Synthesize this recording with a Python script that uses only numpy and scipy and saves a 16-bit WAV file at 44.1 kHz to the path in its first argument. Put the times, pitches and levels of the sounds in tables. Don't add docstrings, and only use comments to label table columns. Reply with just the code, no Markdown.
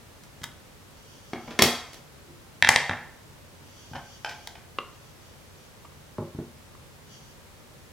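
import sys
import numpy as np
from scipy import signal
from scipy.fft import rfft, irfft
from scipy.io import wavfile
from scipy.ndimage import uniform_filter1d

SR = 44100
rng = np.random.default_rng(int(sys.argv[2]) if len(sys.argv) > 2 else 0)


def store_wav(level_fs):
    pcm = np.round(np.clip(np.atleast_2d(level_fs), -1, 1) * 32767)
    wavfile.write(sys.argv[1], SR, pcm.T.astype(np.int16))


N = 349272

# t/s, level/dB, low-pass corner/Hz, chatter decay/s
STAND_KNOCKS = [(1.3335, -29, 1210, .002), (1.478, -36, 400, 0.0043), (1.505, -37.5, 1900, 0.031),
                (1.59, -21, 5000, .0005), (1.5928, -16, 2800, 0.00022), (1.6215, -11, 14000, 0.0017),
                (1.63, -24.5, 198, 0.0006), (1.638, -22, 12000, 0.002), (1.9325, -46.5, 14000, .001),
                (1.943, -47, 12000, 0.0015)]
CAP_KNOCKS = [(2.6248, -12.5, 4570, 0.00022), (2.6473, -17, 4500, 0.0002), (2.673, -21, 3300, 0.00043),
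              (2.6898, -9.5, 12000, 0.0015), (2.7605, -14, 4570, 0.00089), (2.895, -24.5, 1480, 0.001),
              (2.9105, -28, 900, 0.0042), (2.933, -34.5, 800, 0.0038)]
RING_CLICKS = [(.236, -51.5, 7000, .006), (.417, -51, 3500, 0.0026), (.4335, -40, 5000, 0.0029),
               (.44, -32.5, 9400, 0.00017), (4.4733, -37, 8000, 0.00087)]
RIM_CLICKS = [(3.9345, -40, 1330, 0.00095), (3.951, -33.5, 1300, 0.011), (4.247, -29, 4470, .0008),
              (4.262, -39, 4000, 0.0017), (4.288, -36, 5470, .026), (4.474, -46, 700, 0.00031),
              (4.554, -45.5, 3000, 0.0024)]
BARREL_KNOCKS = [(4.7862, -25.5, 3300, 0.00031), (5.848, -46.5, 910, .005), (6.751, -51.5, 1200, .0005)]
LENS_BUMPS = [(2.28, -49, 199, 0.071), (6.1833, -25.5, 1000, 0.00057), (6.211, -40, 700, .0025),
              (6.349, -45.5, 500, .0014), (6.3875, -32, 750, 0.0027)]
# t/s, level/dB
TABLE_THUDS = [(.416, -40), (1.6215, -24.5), (1.638, -26.5), (2.3, -47), (2.625, -32.5), (2.688, -29.5),
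               (2.76, -37), (2.895, -29.5), (3.914, -37), (3.952, -38.5), (6.1833, -29), (6.349, -35),
               (6.3875, -34)]

# f/Hz, relative level/dB, T60/s
STAND_MODES = [(247, -4.5, 0.18), (383, 3.5, 0.027), (445, -3, 0.062), (776, -11, 0.035),
               (1040, -3.5, 0.062), (1870, 2.5, 0.018), (2177, 10.5, 0.016), (3350, 4, 0.044),
               (3960, -9, 0.025), (4480, 3, 0.053), (5570, 2, 0.049)]
CAP_MODES = [(798, -30, 0.02), (953, -2.5, 0.027), (1770, -15, 0.023), (1840, 7.5, 0.016),
             (1900, -36, 0.23), (2020, 4.5, 0.016), (2320, -1.5, 0.026), (2640, -0.5, 0.015),
             (3240, 1.5, 0.019), (3610, 5, 0.0088), (5500, -11, 0.018)]
RING_MODES = [(940, -15.5, 0.088), (1510, -14, 0.054), (1720, -7, 0.043), (2026, -3, 0.025),
              (2080, -14, 0.036), (3320, 5.5, 0.011), (3730, 0.5, 0.023), (5030, -13.5, 0.037)]
RIM_MODES = [(705, -11, 0.28), (854, 8, 0.032), (980, -3, 0.037), (1560, 7, 0.035), (1790, -27, 0.028),
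             (2470, 5.5, 0.015), (3060, 5, 0.023), (5200, 9, 0.01)]
BARREL_MODES = [(430, -7, 0.025), (550, 0, 0.016), (1133, 3, 0.03), (1220, 0.5, 0.04), (2030, -3.5, 0.018),
                (2790, 0.5, 0.039)]
LENS_MODES = [(151, 7.5, 0.035), (245, -5.5, 0.014), (334, -5, 0.077), (476, -7, 0.027),
              (597, -11.5, 0.057), (843, -1.5, 0.025), (1020, -7, 0.021), (1280, -15, 0.027)]
TABLE_MODES = [(98.6, 3.5, 0.19), (117, 6, 0.015), (141.5, 1, 0.27), (174, -10, 0.3), (244.4, -2, 0.11)]
# f/Hz, relative density/dB
STAND_CRACK = [(70, -23), (150, -5), (300, -2.5), (700, -3.5), (1250, -7.5), (2200, -6.5), (5000, -4),
               (8000, -9.5), (15000, -13)]
CAP_CRACK = [(100, -18.5), (380, -17.5), (800, -3.5), (1280, -7), (1900, -2.5), (3000, -9), (6000, -10),
             (10000, -17), (15000, -31.5)]
RING_CRACK = [(300, -39), (900, -3), (2000, 4.5), (2700, -4.5), (4000, 3), (6500, 2), (10000, -1),
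              (15000, -2)]
RIM_CRACK = [(300, -9.5), (800, -11), (1150, -5), (1700, -1.5), (3200, -5), (6000, -4.5), (9000, -14),
             (15000, -15)]
BARREL_CRACK = [(200, -7), (450, -6), (800, -3), (1150, 3), (1700, -6), (2500, 4), (7000, -12),
                (15000, -24)]
LENS_CRACK = [(40, -6), (120, 2), (350, 21.5), (1000, -1), (1800, -12), (4000, -6), (15000, -24)]

# f/Hz, T60/s
ROOM_T60 = [(100, 0.47), (250, 0.1), (600, 0.56), (1800, 0.56), (4000, 0.48), (8000, 0.45), (15000, .28)]
# f/Hz, relative density/dB
ROOM_COLOUR = [(80, -11), (240, -2.5), (500, 0), (1500, -0.5), (4000, -3), (8000, -4), (15000, -3)]
AIR_COLOUR = [(15, -48), (25, -13), (94, -2), (114, -4), (249, -10.5), (293, -12), (560, -11.5),
              (677, -16.5), (962, -16), (1040, -17), (1330, -18), (11900, -29.5), (16000, -32.5)]
# f/Hz, width/Hz, relative level/dB
ROOM_MODES = [(91, 3.5, -3), (154.7, 4.3, 6.5), (236.4, 6.1, 6.5), (346, 26, 3), (366, 6.2, -1.5),
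              (550, 11, 1)]
AIR_HUMS = [(92.3, 7.2, -1.5), (146, 10, 3.5), (234, 12, -2.5)]
CAMERA_MODES = [(3170, 460, -4.5), (4650, 300, -5), (5700, 370, -9), (6080, 1140, -8)]
# f/Hz, left-right correlation
ROOM_CORR = [(100, 1), (1000, 1), (2500, 0.98), (5000, 0.72), (9000, 0.0043), (15000, 0.085)]
NEAR_CORR = [(100, 1), (1500, 0.98), (4000, 0.94), (8000, 0.64), (15000, 0.29)]
AIR_CORR = [(60, 0.67), (150, 0.37), (380, 0.35), (950, 0.33), (2380, -0.04), (5980, 0.22), (15000, -0.1)]
# f/Hz, left minus right/dB
NEAR_BALANCE = [(1000, 0), (3000, 0), (6000, 0.5), (10000, 1.5), (14000, 6.5)]
# start/s, end/s, level/dB
FOCUS_RUNS = [(0.93, 2.044, -59), (3.608, 4.57, -58), (4.846, 5.75, -65), (7.04, 7.384, -56)]


def gain_of(db):
    return 10 ** (np.asarray(db) / 20)


def unit(x):
    return x / np.sqrt(np.mean(np.sum(x ** 2, axis=-1)) + 1e-20)


def at_level(x, db, blow_s=.01):
    return gain_of(db) * np.sqrt(SR * blow_s) * unit(x)


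def read(points, hz):
    f, value = np.transpose(points)
    return np.interp(np.log(hz + 1), np.log(f + 1), value)


def add(mix, start_s, sound):
    part = mix[:, round(start_s * SR):][:, :sound.shape[1]]
    part += sound[:, :part.shape[1]]


def bins(size):
    return np.fft.rfftfreq(size, 1 / SR)


def colour(x, db):
    size = x.shape[-1]
    cepstrum = irfft(np.log(gain_of(db)), size)
    cepstrum[..., 1:size // 2] *= 2
    cepstrum[..., size // 2 + 1:] = 0
    return irfft(rfft(x) * np.exp(rfft(cepstrum)), size)


def noise_pair(size, correlation):
    corr = np.clip(read(correlation, bins(size)), -1, 1)
    mid, side = rfft(rng.standard_normal((2, size)))
    mid, side = mid * np.sqrt((1 + corr) / 2), side * np.sqrt((1 - corr) / 2)
    return irfft(np.array([mid + side, mid - side]), size)


def shaped(noise, gain):
    return np.sqrt(N) * unit(irfft(rfft(noise) * gain, N))


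def flatten(x, width_bins):
    power = np.mean(abs(rfft(np.atleast_2d(x))) ** 2, axis=0)
    return unit(colour(x, -10 * np.log10(abs(uniform_filter1d(power, width_bins)) + 1e-9)))


def humps(modes, hz):
    return sum(gain_of(db) ** 2 * np.exp(-2 * ((hz - f) / width) ** 2) for f, width, db in modes)


def struck_modes(modes, t, low_hz):
    swing = sum(gain_of(db - 60 * t / max(t60_s, .002)) * np.sin(2 * np.pi * hz * t)
                for hz, db, t60_s in modes)
    return unit(signal.sosfilt(signal.butter(2, low_hz, "high", fs=SR, output="sos"), swing))


def air(level_db=-50):
    hz = bins(N)
    shape = gain_of(read(AIR_COLOUR, hz)) * np.sqrt(1 + humps(AIR_HUMS, hz))
    return gain_of(level_db) * shaped(noise_pair(N, AIR_CORR), shape)


def focus_motor(fade_s=0.087, flutter_db=2.5, flutter_hz=6):
    t = np.arange(N) / SR
    whir = shaped(noise_pair(N, AIR_CORR), np.sqrt(humps(CAMERA_MODES, bins(N))))
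    speed = shaped(rng.standard_normal(N), bins(N) < flutter_hz)
    envelope = sum(gain_of(db) * np.clip(np.minimum(t - start_s, end_s - t) / fade_s, 0, 1)
                   for start_s, end_s, db in FOCUS_RUNS)
    return whir * envelope * gain_of(flutter_db * speed)


def room(early, early_s=0.025, gap_s=0.0075, build_s=0.0016, size=20480):
    t = np.arange(size) / SR
    hz, frame_s, spectra = signal.stft(noise_pair(size, ROOM_CORR), SR, nperseg=256)
    decay = gain_of(-60 * frame_s / read(ROOM_T60, hz)[:, None])
    tail = signal.istft(spectra * decay, SR, nperseg=256)[1][:, :size]
    onset = 1 - np.exp(-np.maximum(t - gap_s, 0) / build_s)
    swell = onset * (1 + early * np.exp(-t / early_s))
    tone_db = read(ROOM_COLOUR, bins(size)) + 10 * np.log10(1 + humps(ROOM_MODES, bins(size)))
    return colour(flatten(tail * swell, width_bins=30), tone_db)


def table_top(room_db=0.5, n_rooms=3, size=8192):
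    out = np.zeros((2, N))
    thud = np.tile(struck_modes(TABLE_MODES, np.arange(size) / SR, low_hz=77), (2, 1))
    rooms = [room(early=1.4) for _ in range(n_rooms)]
    for k, (start_s, db) in enumerate(TABLE_THUDS):
        sound = at_level(thud, db)
        add(out, start_s, sound)
        add(out, start_s, gain_of(room_db) * signal.fftconvolve(sound, rooms[k % n_rooms], axes=1))
    return out


def contact_force(t, chatter_s, touches_per_s=5000):
    touches = rng.standard_normal(t.size) ** 3 * (rng.random(t.size) < touches_per_s / SR)
    touches *= np.exp(-t / chatter_s)
    touches[0] += 5
    return flatten(touches, width_bins=50)


def crack_share_db(corner_hz, chatter_s, plain_hz=3000, plain_s=.001):
    return 2.0 * np.log2(corner_hz / plain_hz) + 2.6 * np.log2(chatter_s / plain_s)


def knocks(blows, modes, crack_colour, crack_db, crack_s, low_hz, room_db, early, n_rooms=2, size=8192):
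    out = np.zeros((2, N))
    t, hz = np.arange(size) / SR, bins(size)
    ringing = struck_modes(modes, t, low_hz)
    balance_db = np.outer([.5, -.5], read(NEAR_BALANCE, hz))
    rooms = [room(early) for _ in range(n_rooms)]
    for k, (start_s, db, corner_hz, chatter_s) in enumerate(blows):
        force = contact_force(t, chatter_s)
        burst = flatten(noise_pair(size, NEAR_CORR) * np.exp(-t / crack_s), width_bins=50)
        crack = unit(colour(burst, read(crack_colour, hz)))
        response = ringing + gain_of(crack_db + crack_share_db(corner_hz, chatter_s)) * crack
        body = signal.fftconvolve(response, force[None], axes=1)[:, :size]
        softness_db = -10 * np.log10(1 + (hz / corner_hz) ** 3)
        sound = at_level(colour(body, softness_db + balance_db), db)
        add(out, start_s, sound)
        add(out, start_s, gain_of(room_db) * signal.fftconvolve(sound, rooms[k % n_rooms], axes=1))
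    return out


def lens():
    return knocks(LENS_BUMPS, LENS_MODES, LENS_CRACK,
                  crack_db=1.7, crack_s=0.0042, low_hz=125, room_db=0.0, early=2.7)


def barrel():
    return knocks(BARREL_KNOCKS, BARREL_MODES, BARREL_CRACK,
                  crack_db=-3.0, crack_s=0.0026, low_hz=395, room_db=-6.5, early=1.7)


def rim():
    return knocks(RIM_CLICKS, RIM_MODES, RIM_CRACK,
                  crack_db=-5.5, crack_s=0.0037, low_hz=740, room_db=-0.1, early=2.8)


def rings():
    return knocks(RING_CLICKS, RING_MODES, RING_CRACK,
                  crack_db=3.0, crack_s=0.0026, low_hz=800, room_db=-5, early=2.0)


def stand():
    return knocks(STAND_KNOCKS, STAND_MODES, STAND_CRACK,
                  crack_db=3, crack_s=0.0032, low_hz=200, room_db=0.4, early=0.65)


def lens_cap():
    return knocks(CAP_KNOCKS, CAP_MODES, CAP_CRACK,
                  crack_db=-2.0, crack_s=0.0015, low_hz=1350, room_db=-3.5, early=0.207, n_rooms=4)


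def scene():
    parts = stand() + lens_cap() + rings() + rim() + barrel() + lens()
    return parts + table_top() + air() + focus_motor()


def record(dry, edge_hz=16200):
    clipped = np.clip(dry, -1, 1)
    lowpass = signal.firwin(255, edge_hz, window=("kaiser", 8), fs=SR)
    return signal.oaconvolve(clipped, lowpass[None], "same")


dry = scene()
out = record(dry)
store_wav(out)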